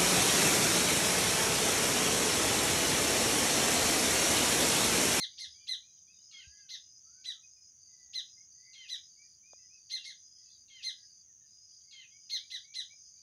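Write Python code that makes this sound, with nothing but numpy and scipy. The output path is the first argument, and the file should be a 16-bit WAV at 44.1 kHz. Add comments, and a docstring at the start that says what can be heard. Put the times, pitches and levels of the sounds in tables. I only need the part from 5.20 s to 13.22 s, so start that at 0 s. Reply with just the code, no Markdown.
"""In a thicket of weaver birds: one bird close to the microphone chirps, sweeping up and falling with buzzy partials.
A neighbour scolds in a lower nasal voice, one bird repeats a rising note; others whistle far off as gliding sines,
and a far flock is a haze of tiny notes. Two crickets in bouts and steady cicadas are banded, throbbing noise.
Leaves and trunks scatter the bird calls into a short tail of decaying noise; rumble and hiss lie under it all,
and the hand-held recorder is knocked a few times, each knock a brief ringing sine."""
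import sys
import numpy as np
from scipy import signal
from scipy.fft import rfft, irfft
from scipy.io import wavfile
from scipy.ndimage import uniform_filter1d, map_coordinates

SR = 44100
rng = np.random.default_rng(int(sys.argv[2]) if len(sys.argv) > 2 else 0)


def master(y):
    """Save y as 16-bit WAV."""
    cut = np.clip(np.atleast_2d(y).T, -1, 1)
    pcm = np.round(cut * 32767)  # scale
    wavfile.write(sys.argv[1], SR, pcm.astype(np.int16))


N = 353682

# Close bird's chirps: top_s, top_hz, fall_s, level_db (ahead of the throat), start_db (at the top, against level);
# first_db, third_db, upper_db (4th-5th partial), shrill_db (6th and up), all against the throat;
# rasp_db, echo_db (sent to the leaves, against the direct call)
CHIRPS = [(.006, 2122, .049, -35, -4, 7, 0.5, 2.5, -13, -13, -2),
          (.199, 2121, 0.057, -50, 0.5, 9.8, 9, 8, -4, -6, 6),
          (.489, 2062, 0.064, -36.5, 3, 4.6, -2, 3, -1.5, -33, 2.5),
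          (1.509, 2088, 0.054, -47.5, -3.5, 9.9, 8, -2, 4, -5.5, 2),
          (2.062, 2026, .064, -40.5, -1.5, 7.9, 0, 3.5, -2, -24, 2),
          (2.953, 2069, 0.058, -36.5, -0.5, 4.1, 2, -1.5, 0, -28, 0),
          (3.704, 2036, 0.059, -39, -2.5, 7.3, 2, 2.5, 2.5, -27, 1.5),
          (4.716, 2102, 0.066, -44.5, 2, 6.5, 3, 3, 0, -22, 8),
          (4.857, 2153, .06, -53, 1, 13, 6.5, 7.5, -7, -12, 7),
          (5.645, 2107, .066, -39.5, -0.5, 7.3, 2.5, 5, 0, -28, 3.5),
          (7.116, 2142, 0.063, -35.5, -1.5, 3.5, 5.5, -1.5, 5, -16.5, 1.5),
          (7.322, 2057, .052, -40, -4, 11.2, 2, 2, 0, -15, 1.5),
          (7.56, 2074, .06, -38.5, -4.5, 6.6, 3, 6.5, -4, -32, 3)]
# Close bird's throat gain: pitch_hz, gain_db
CHIRP_THROAT = [(1000, -62), (1450, -45), (2050, -22), (2900, -5.5), (4150, 1.5), (5200, -7), (6200, -14.5),
                (8300, -32.5), (10400, -27), (12500, -36.5), (15500, -55.5)]
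# Neighbour's scolds: start_s, held_hz, length_s, opening_db, held_db, last_db (all ahead of the throat)
SCOLDS = [(1.11, 1075, 0.14, -60, -59.5, -58), (3.531, 1049, 0.147, -60, -60, -56),
          (5.479, 1052, .15, -67.5, -63, -56.5), (6.709, 1053, 0.15, -61.5, -60, -58)]
# Pitch course of a scold: share_of_length [0-1], pitch_ratio [to held_hz]
SCOLD_GLIDE = [(0, 1.33), (.08, 1.31), (.13, 1.05), (.3, 1.01), (.62, .98), (.78, .9), (1, .75)]
# Neighbour's throat gain: pitch_hz, gain_db
SCOLD_THROAT = [(1050, -37.5), (1500, -28.5), (2100, -0.5), (2800, -5.5), (3200, 4), (4300, 2.5),
                (5400, -16), (8000, -29.5)]
# Repeated rising note: start_s, length_s, middle_hz, level_db (before the wavering)
REPEATS = [(.106, 0.11, 2300, -80.5), (0.343, 0.12, 2366, -73.5), (0.624, .09, 2480, -76.5),
           (.871, 0.082, 2578, -70.5), (3.164, 0.071, 2130, -75), (3.42, .11, 2190, -76.5),
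           (3.72, 0.078, 2260, -71), (3.969, 0.1, 2320, -70), (4.228, 0.11, 2470, -69.5),
           (4.495, 0.1, 2584, -70.5), (4.748, 0.12, 2800, -62.5), (6.637, 0.1, 2160, -81),
           (6.912, 0.082, 2230, -71.5), (7.185, 0.08, 2270, -68.5), (7.437, 0.12, 2270, -68),
           (7.695, 0.056, 2315, -66), (7.946, .078, 2380, -85.5)]
# Distant whistles: start_s, length_s, early_hz, middle_hz, late_hz, level_db (before the wavering)
WHISTLES = [(.699, 0.11, 3290, 3130, 3000, -84), (0.746, 0.094, 3550, 3690, 3550, -81.5),
            (0.923, 0.085, 3800, 3710, 3660, -73.5), (1.105, 0.46, 1400, 1676, 1486, -76.5),
            (1.298, .16, 1980, 2050, 2070, -77), (1.365, 0.25, 2755, 2540, 2630, -82),
            (1.837, 0.37, 1357, 1526, 1364, -81.5), (1.98, .16, 2290, 2320, 2290, -76),
            (2.225, 0.036, 2460, 2525, 2480, -76.5), (2.36, 0.046, 2490, 2450, 2490, -80.5),
            (2.68, 0.27, 2024, 1982, 1953, -78), (2.77, 0.22, 790, 780, 790, -92),
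            (3.034, 0.079, 2750, 2710, 2620, -86), (3.352, 0.32, 1974, 2056, 2040, -72),
            (4.003, 0.1, 2110, 1930, 1980, -88), (4.37, 0.067, 2570, 2660, 2640, -84),
            (4.374, 0.11, 2020, 1994, 1974, -79.5), (5.144, 0.092, 3200, 3260, 3280, -83),
            (5.172, .13, 1980, 1980, 1950, -89), (5.23, .1, 2620, 2610, 2600, -88),
            (5.247, 0.13, 3980, 4150, 3900, -73), (5.288, .048, 3450, 3565, 3620, -73.5),
            (5.717, 0.14, 2015, 1990, 1910, -81), (5.726, 0.19, 1597, 1666, 1600, -89.5),
            (6.04, 0.095, 2180, 1940, 1780, -87), (6.2, .087, 1830, 1770, 1836, -88),
            (6.308, .054, 4000, 4070, 3870, -86), (6.9, 0.078, 3210, 3230, 3120, -76)]
# Loudness course of the far flock, before its shares in the mix: time_s, level_db
FLOCK_COURSE = [(0, -72), (.3, -74.5), (.7, -77), (.86, -90), (.95, -77), (1.47, -80), (1.82, -92),
                (2.4, -101), (2.6, -90.5), (3.2, -98), (4.15, -94.5), (5.05, -88), (5.35, -87),
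                (5.45, -95.5), (6.18, -91), (6.58, -87.5), (7.0, -86), (8.02, -90)]
# Bouts of the lower and the higher cricket: start_s, length_s, level_db (before the wing bands' own levels)
LOW_BOUTS = [(0, 0.48, -63.5), (1.15, 0.32, -64.5), (1.82, .36, -65.5), (2.58, 0.29, -66), (3.3, .3, -64.5),
             (3.88, .31, -65.5), (4.55, 0.39, -65.5), (5.17, 0.28, -64), (5.76, 0.271, -64.5),
             (6.47, 0.33, -65), (7.15, .33, -63.5), (7.82, 0.33, -65.5)]
HIGH_BOUTS = [(.1, 0.28, -61), (.55, 0.39, -71), (.89, 0.32, -61.5), (1.5, .32, -63.5), (2.21, 0.31, -63),
              (2.91, 0.35, -62.5), (3.6, 0.3, -61), (4.24, .35, -63.5), (4.95, .32, -62), (5.52, 0.37, -63),
              (6.24, 0.36, -62), (6.9, 0.37, -61.5), (7.58, 0.35, -62)]
# Wing bands of each cricket: pitch_hz, width_hz, strokes_per_s, level_db, start_db (at bout start, against level)
LOW_WINGS = [(4710, 140, 51, -2, -3), (4973, 210, 51, -3, -3), (4420, 130, 61, -18, -6)]
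HIGH_WINGS = [(4924, 120, 62, -4.5, 0.5), (5080, 130, 57, -2.5, -13.5), (5410, 200, 87, -14.5, -14)]
# Cicada bands: pitch_hz, width_hz, level_db (before the swelling)
CICADAS = [(5874, 300, -68), (6186, 323, -64), (6493, 398, -64), (6760, 400, -75)]
# Knocks on the recorder: start_s, ring_hz (once settled), t60_s, peak_db
KNOCKS = [(0.271, 75.3, 0.35, -63), (.56, 78, 0.14, -71), (1.268, 68, 0.14, -49),
          (4.3333, 570, 0.012, -40.5), (4.334, 3470, .01, -59), (7.739, 590, 0.013, -63)]
# Shape of the rumble and hiss, overall level set by AIR_DB: pitch_hz, gain_db
AIR_SHAPE = [(20, -16.5), (40, -23), (68, -3.5), (130, -6), (250, -14.5), (450, -22.5), (1000, -27.5),
             (2000, -26), (4000, -27), (5300, -31), (7300, -27.5), (9000, -31.5), (12000, -33),
             (16000, -31)]
# Fade of the third, fourth, fifth and higher partials: multiples of OFF_TOP_DB
FADE_STEPS = (2.22, 3.2, 2.5, 3.2)

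# Close bird
SWEEP_S, SWEEP_FROM_HZ = .024, 900
SWEEP_DB = -22  # start of the sweep against its level
USUAL_DB, SWEEP_TOP_DB, SWEEP_FOLLOWS = -40, -48.5, 0.4  # sweep of a chirp at USUAL_DB; dB per dB of level
SWEEP_RASP = .35  # depth of the rasp in the sweep
SWEEP_THIN = 5.5  # the first partial is faint low in the sweep (multiple of its fade)
FALL_BEND = 3.2  # power of the steepening fall
OFF_TOP_DB = -16.5  # fade per octave below the top, taken in multiples; a fifth as much during the sweep
LAST_HZ, LAST_HZ_PER_RASP = 1456, 295  # a raspy chirp breaks off higher
LATE_DB, LATE_DB_PER_RASP = -8.5, 17  # end of the fall against the level; raspy chirps hold on
RASP_HZ = 615  # cutoff of the noise that shakes the partials
# Repeated note: above EASY_HZ it arches over (Hz per Hz)
RISE_IN_HZ, RISE_OUT_HZ, EASY_HZ, ARCH_IN, ARCH_OUT = 78, 70, 2278, .25, .55
FLOCK_LOW_HZ, FLOCK_HIGH_HZ = 2872, 4600
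# Insects
SWELL_SHARE, BOUT_EDGE_S = 0.56, 0.066  # share of a bout spent swelling; length of its edges
CHORUS_DB = -83.5  # far crickets, heard between bouts
START_FLAT = .012  # a bout starts this share under its pitch and glides up as it swells
OVERTONE_HZ, OVERTONE_WIDTH_HZ, OVERTONE_DB = 9454, 440, -85
# Place and recorder
THICKET_T60_S, THICKET_DB, THICKET_DULL_HZ = .2, -2.5, 6500
FAR_TREES_T60_S, FAR_TREES_DB = 0.39, -26.5
AIR_DB = -78.5
TOP_HZ = 15750  # top of the recorder's range


def undb(db):
    """Decibels to gain."""
    return 10 ** (np.asarray(db) / 20)


def level(x, db):
    """Scale to an RMS level."""
    return x * undb(db) / np.sqrt(np.mean(x ** 2))


def colour(table, hz):
    """Gain of a pitch_hz, gain_db table, read along log frequency."""
    table_hz, table_db = np.transpose(table)
    return undb(np.interp(np.log(hz), np.log(table_hz), table_db))


def lowpass(x, order, hz):
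    """Remove the treble above a cutoff."""
    return signal.sosfilt(signal.butter(order, hz, fs=SR, output="sos"), x)


def band(x, hz, width_hz):
    """Steep resonance."""
    edges = [hz - width_hz / 2, hz + width_hz / 2]
    return signal.sosfilt(signal.butter(4, edges, "band", fs=SR, output="sos"), x)


def walk(rate):
    """Random drift of RMS 1, from twice-smoothed steps at `rate` per second."""
    k = int(SR / rate)
    steps = np.repeat(rng.standard_normal(N // k + 1), k)
    return level(uniform_filter1d(uniform_filter1d(steps, k), k)[:N], 0)


def add(track, start, sound):
    """Place a sound on a track, trimmed at both ends of it."""
    i = int(start * SR)
    sound = sound[max(-i, 0):N - i]
    track[max(i, 0):max(i, 0) + len(sound)] += sound


def glide_sine(hz):
    """Sine that follows a pitch curve."""
    return np.sin(2 * np.pi * np.cumsum(hz) / SR)


def voice(hz, throat, partial_db, rasp, rasp_climb=0.43):
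    """Partials of a gliding pitch, weighted by the throat; rasp shakes their strength and spreads them into noise."""
    out = 0
    for k, db in enumerate(partial_db, 1):
        shake = level(lowpass(rng.standard_normal(len(hz)), 4, RASP_HZ), 0)
        roughness = 1 + rasp * (k - 1) ** rasp_climb * shake  # the first partial stays smooth when k - 1 is 0
        gain = colour(throat, k * hz) * undb(db) * (k * hz < TOP_HZ)
        out = out + gain * roughness * glide_sine(k * hz)
    return np.sqrt(2) * out


def chirps():
    """Close bird: a quick sweep up, a held top, a steepening fall; returns direct sound and what goes to the leaves."""
    near, far = np.zeros(N), np.zeros(N)
    for top_s, top, fall, middle, start_db, first, third, upper, shrill, rasp_db, echo_db in CHIRPS:
        last = LAST_HZ + LAST_HZ_PER_RASP * undb(rasp_db)
        late = middle + LATE_DB + LATE_DB_PER_RASP * undb(rasp_db)
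        sweep = SWEEP_TOP_DB + SWEEP_FOLLOWS * (middle - USUAL_DB)
        t = np.arange(-SWEEP_S, fall + 0.0029, 1 / SR)
        rise = top - (top - SWEEP_FROM_HZ) * np.clip(-t / SWEEP_S, 0, 1) ** 1.1
        # the top sags slowly before it breaks away
        u = np.clip(t / fall, 0, 1)
        hz = rise - (top - last) * (.12 * u + .88 * u ** FALL_BEND)
        db = np.interp(t, [-SWEEP_S, -.019, -.003, .005, 0.54 * fall, 0.98 * fall, fall + 0.00093],
                       [sweep + SWEEP_DB, sweep - 4, sweep + 4, middle + start_db, middle, late, late - 25])
        fade = OFF_TOP_DB * np.log2(top / hz) * np.where(t > 0, 1, .2)
        # the first partial gains through the fall, while the third and up fade
        first_db = first - fade * np.where(t > 0, 1, -SWEEP_THIN)
        middle_dbs = [base + step * fade for base, step in zip([third, upper, upper], FADE_STEPS)]
        shrill_dbs = [shrill + FADE_STEPS[3] * fade] * 3
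        rasp = np.interp(t, [-.005, .002], [SWEEP_RASP, undb(rasp_db)])
        call = undb(db) * voice(hz, CHIRP_THROAT, [first_db, 0, *middle_dbs, *shrill_dbs], rasp)
        add(near, top_s - SWEEP_S, call)
        add(far, top_s - SWEEP_S, undb(echo_db) * call)
    return near, far


def scolds():
    """Neighbour's lower, nasal calls: a harsh high opening, a held note, a droop."""
    out = np.zeros(N)
    for start, held, length, opening, steady, last in SCOLDS:
        u = np.arange(0, length, 1 / SR) / length
        hz = held * np.interp(u, *np.transpose(SCOLD_GLIDE))
        db = np.interp(u, [0, .02, .12, .25, .55, .92, 1],
                       [opening - 25, opening, opening - 6, steady - 3, steady, last, last - 20])
        rasp = np.interp(u, [0, .15, .3, 1], [.3, .25, .1, .08])
        # only the third partial carries through the droop
        droop = np.clip(1 - hz / held, 0, 1)
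        upper = -6 * np.minimum(u * 5, 1) - 90 * droop
        partials = [-40 * droop, -40 * droop, 20 * droop] + [upper] * 3
        add(out, start, undb(db) * voice(hz, SCOLD_THROAT, partials, rasp, rasp_climb=1.4))
    return out


def repeats():
    """The repeated note as whistle rows: it rises, and arches over when pitched high."""
    start, length, hz, db = np.transpose(REPEATS)
    strain = np.maximum(hz - EASY_HZ, 0)
    early = hz - RISE_IN_HZ - ARCH_IN * strain
    late = hz + RISE_OUT_HZ - ARCH_OUT * strain
    return list(zip(start, length, early, hz, late, db))


def whistles():
    """Pure notes on an arched glide, wavering on the way through the leaves; high notes break up more."""
    low, high = np.zeros(N), np.zeros(N)
    for start, length, early, middle, late, db in WHISTLES + repeats():
        u = np.arange(0, length, 1 / SR) / length
        v = np.clip((u - .5) / .35, -1.2, 1.2)
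        # parabola through the early, middle and late pitch
        hz = middle + v * (late - early) / 2 + v ** 2 * ((late + early) / 2 - middle)
        note = undb(db) * np.sqrt(2) * np.sin(np.pi * u) ** 0.6 * glide_sine(hz)
        add(high if middle > 3000 else low, start, note)
    return low * undb(4 * walk(90)) + high * walk(250)


def flock(count=500):
    """Many faint 25 ms notes gliding either way, too far off to tell apart."""
    out = np.zeros(N)
    for when, pitch, glide, size in rng.random((count, 4)):
        u = np.arange(0, .025, 1 / SR) / .025
        hz = FLOCK_LOW_HZ + (FLOCK_HIGH_HZ - FLOCK_LOW_HZ) * pitch + 500 * (glide - .6) * u
        add(out, when * N / SR, undb(-14 * size) * np.sin(np.pi * u) * glide_sine(hz))
    return level(out, 0) * undb(np.interp(np.arange(N) / SR, *np.transpose(FLOCK_COURSE)))


def strokes(rate, depth):
    """Scraping noise that throbs once per wing stroke, at a drifting rate."""
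    return rng.standard_normal(N) * (1 + depth * glide_sine(rate * (1 + .08 * walk(12))))


def cricket(bouts, wings):
    """Each bout swells and glides up, holds, and dies away; every wing band swells by its own amount."""
    t, on, early = np.arange(N) / SR, np.zeros(N), np.ones(N)
    for start, length, db in bouts:
        edge = np.minimum(t - start, start + length - t) / BOUT_EDGE_S
        on += undb(db) * np.clip(edge + .5, 0, 1) ** 2
        unswelled = np.clip(1 - (t - start) / (SWELL_SHARE * length), 0, 1)
        early = np.where(t >= start - BOUT_EDGE_S, unswelled, early)
    # reading the scrape slower early in a bout lowers its pitch
    pace = np.cumsum(1 - START_FLAT * early)
    sound = 0
    for hz, width, rate, db, start_db in wings:
        scrape = map_coordinates(band(strokes(rate, .35), hz, width), [pace])
        sound = sound + (on * undb(start_db * early) + undb(CHORUS_DB)) * level(scrape, db)
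    return sound, on


def crickets():
    """Two crickets in bouts, with a thin overtone about an octave up that follows their effort."""
    low, low_on = cricket(LOW_BOUTS, LOW_WINGS)
    high, high_on = cricket(HIGH_BOUTS, HIGH_WINGS)
    effort = level((low_on + 0.21 * high_on + undb(CHORUS_DB)) ** 0.21, OVERTONE_DB)
    overtone = level(band(strokes(50, 0.31), OVERTONE_HZ, OVERTONE_WIDTH_HZ), 0)
    return low + high + effort * overtone


def cicadas():
    """Steady chorus: bands of fast-throbbing noise that swell slightly together and each alone."""
    out = np.zeros(N)
    swell_db = 0.52 * walk(1.1)
    for k, (hz, width, db) in enumerate(CICADAS):
        buzz = level(band(strokes(188 + 13 * k, 0.77), hz, width), db)
        out += undb(swell_db + 1.5 * walk(11)) * buzz
    return out


def thicket(x):
    """Dense scatter off leaves, then a faint longer tail from trees further off; the treble dies sooner."""
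    t = np.arange(0, .5, 1 / SR)
    noise = rng.standard_normal(len(t))
    dull = lowpass(noise, 2, THICKET_DULL_HZ)
    treble = (noise - dull) * undb(-60 * t / 2.0)
    decay = undb(-60 * t / THICKET_T60_S) + undb(FAR_TREES_DB - 60 * t / FAR_TREES_T60_S)
    tail = (dull + treble) * decay * np.minimum(t / 0.0053, 1)
    return signal.fftconvolve(x, tail * undb(THICKET_DB) / np.sqrt(np.sum(tail ** 2)))[:N]


def knocks():
    """Each knock rings the recorder's body briefly, sharp in pitch at first."""
    out = np.zeros(N)
    for start, hz, t60, db in KNOCKS:
        t = np.arange(0, t60, 1 / SR)
        turns = t * hz
        ring = np.sin(2 * np.pi * (turns + 0.44 * (1 - np.exp(-turns / 0.35))))
        onset = np.sin(np.pi / 2 * np.minimum(turns * 1.6, 1)) ** 2
        add(out, start, undb(db - 60 * t / t60) * ring * onset)
    return out


def air():
    """Distant rumble and hiss: noise shaped in frequency, its level drifting a little."""
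    hz = np.maximum(np.arange(N // 2 + 1) * SR / N, 1)
    noise = irfft(rfft(rng.standard_normal(N)) * colour(AIR_SHAPE, hz), N)
    return level(noise, AIR_DB) * undb(0.49 * walk(3.4))


def scene():
    """Direct bird calls, their scatter off the thicket, insects, knocks and air, in one channel."""
    near, far = chirps()
    neighbour, distant, chatter = scolds(), whistles(), flock()
    leaves = thicket(far + undb(2.0) * neighbour + undb(-2.5) * distant + undb(2.0) * chatter)
    birds = near + neighbour + distant + undb(-8) * chatter + leaves
    return (birds + crickets() + cicadas() + knocks() + air())[None]


def record(dry):
    """The recorder cuts the top with a steep low-pass."""
    return signal.sosfilt(signal.ellip(10, .2, 60, TOP_HZ, fs=SR, output="sos"), dry)


dry = scene()
out = record(dry)
master(out)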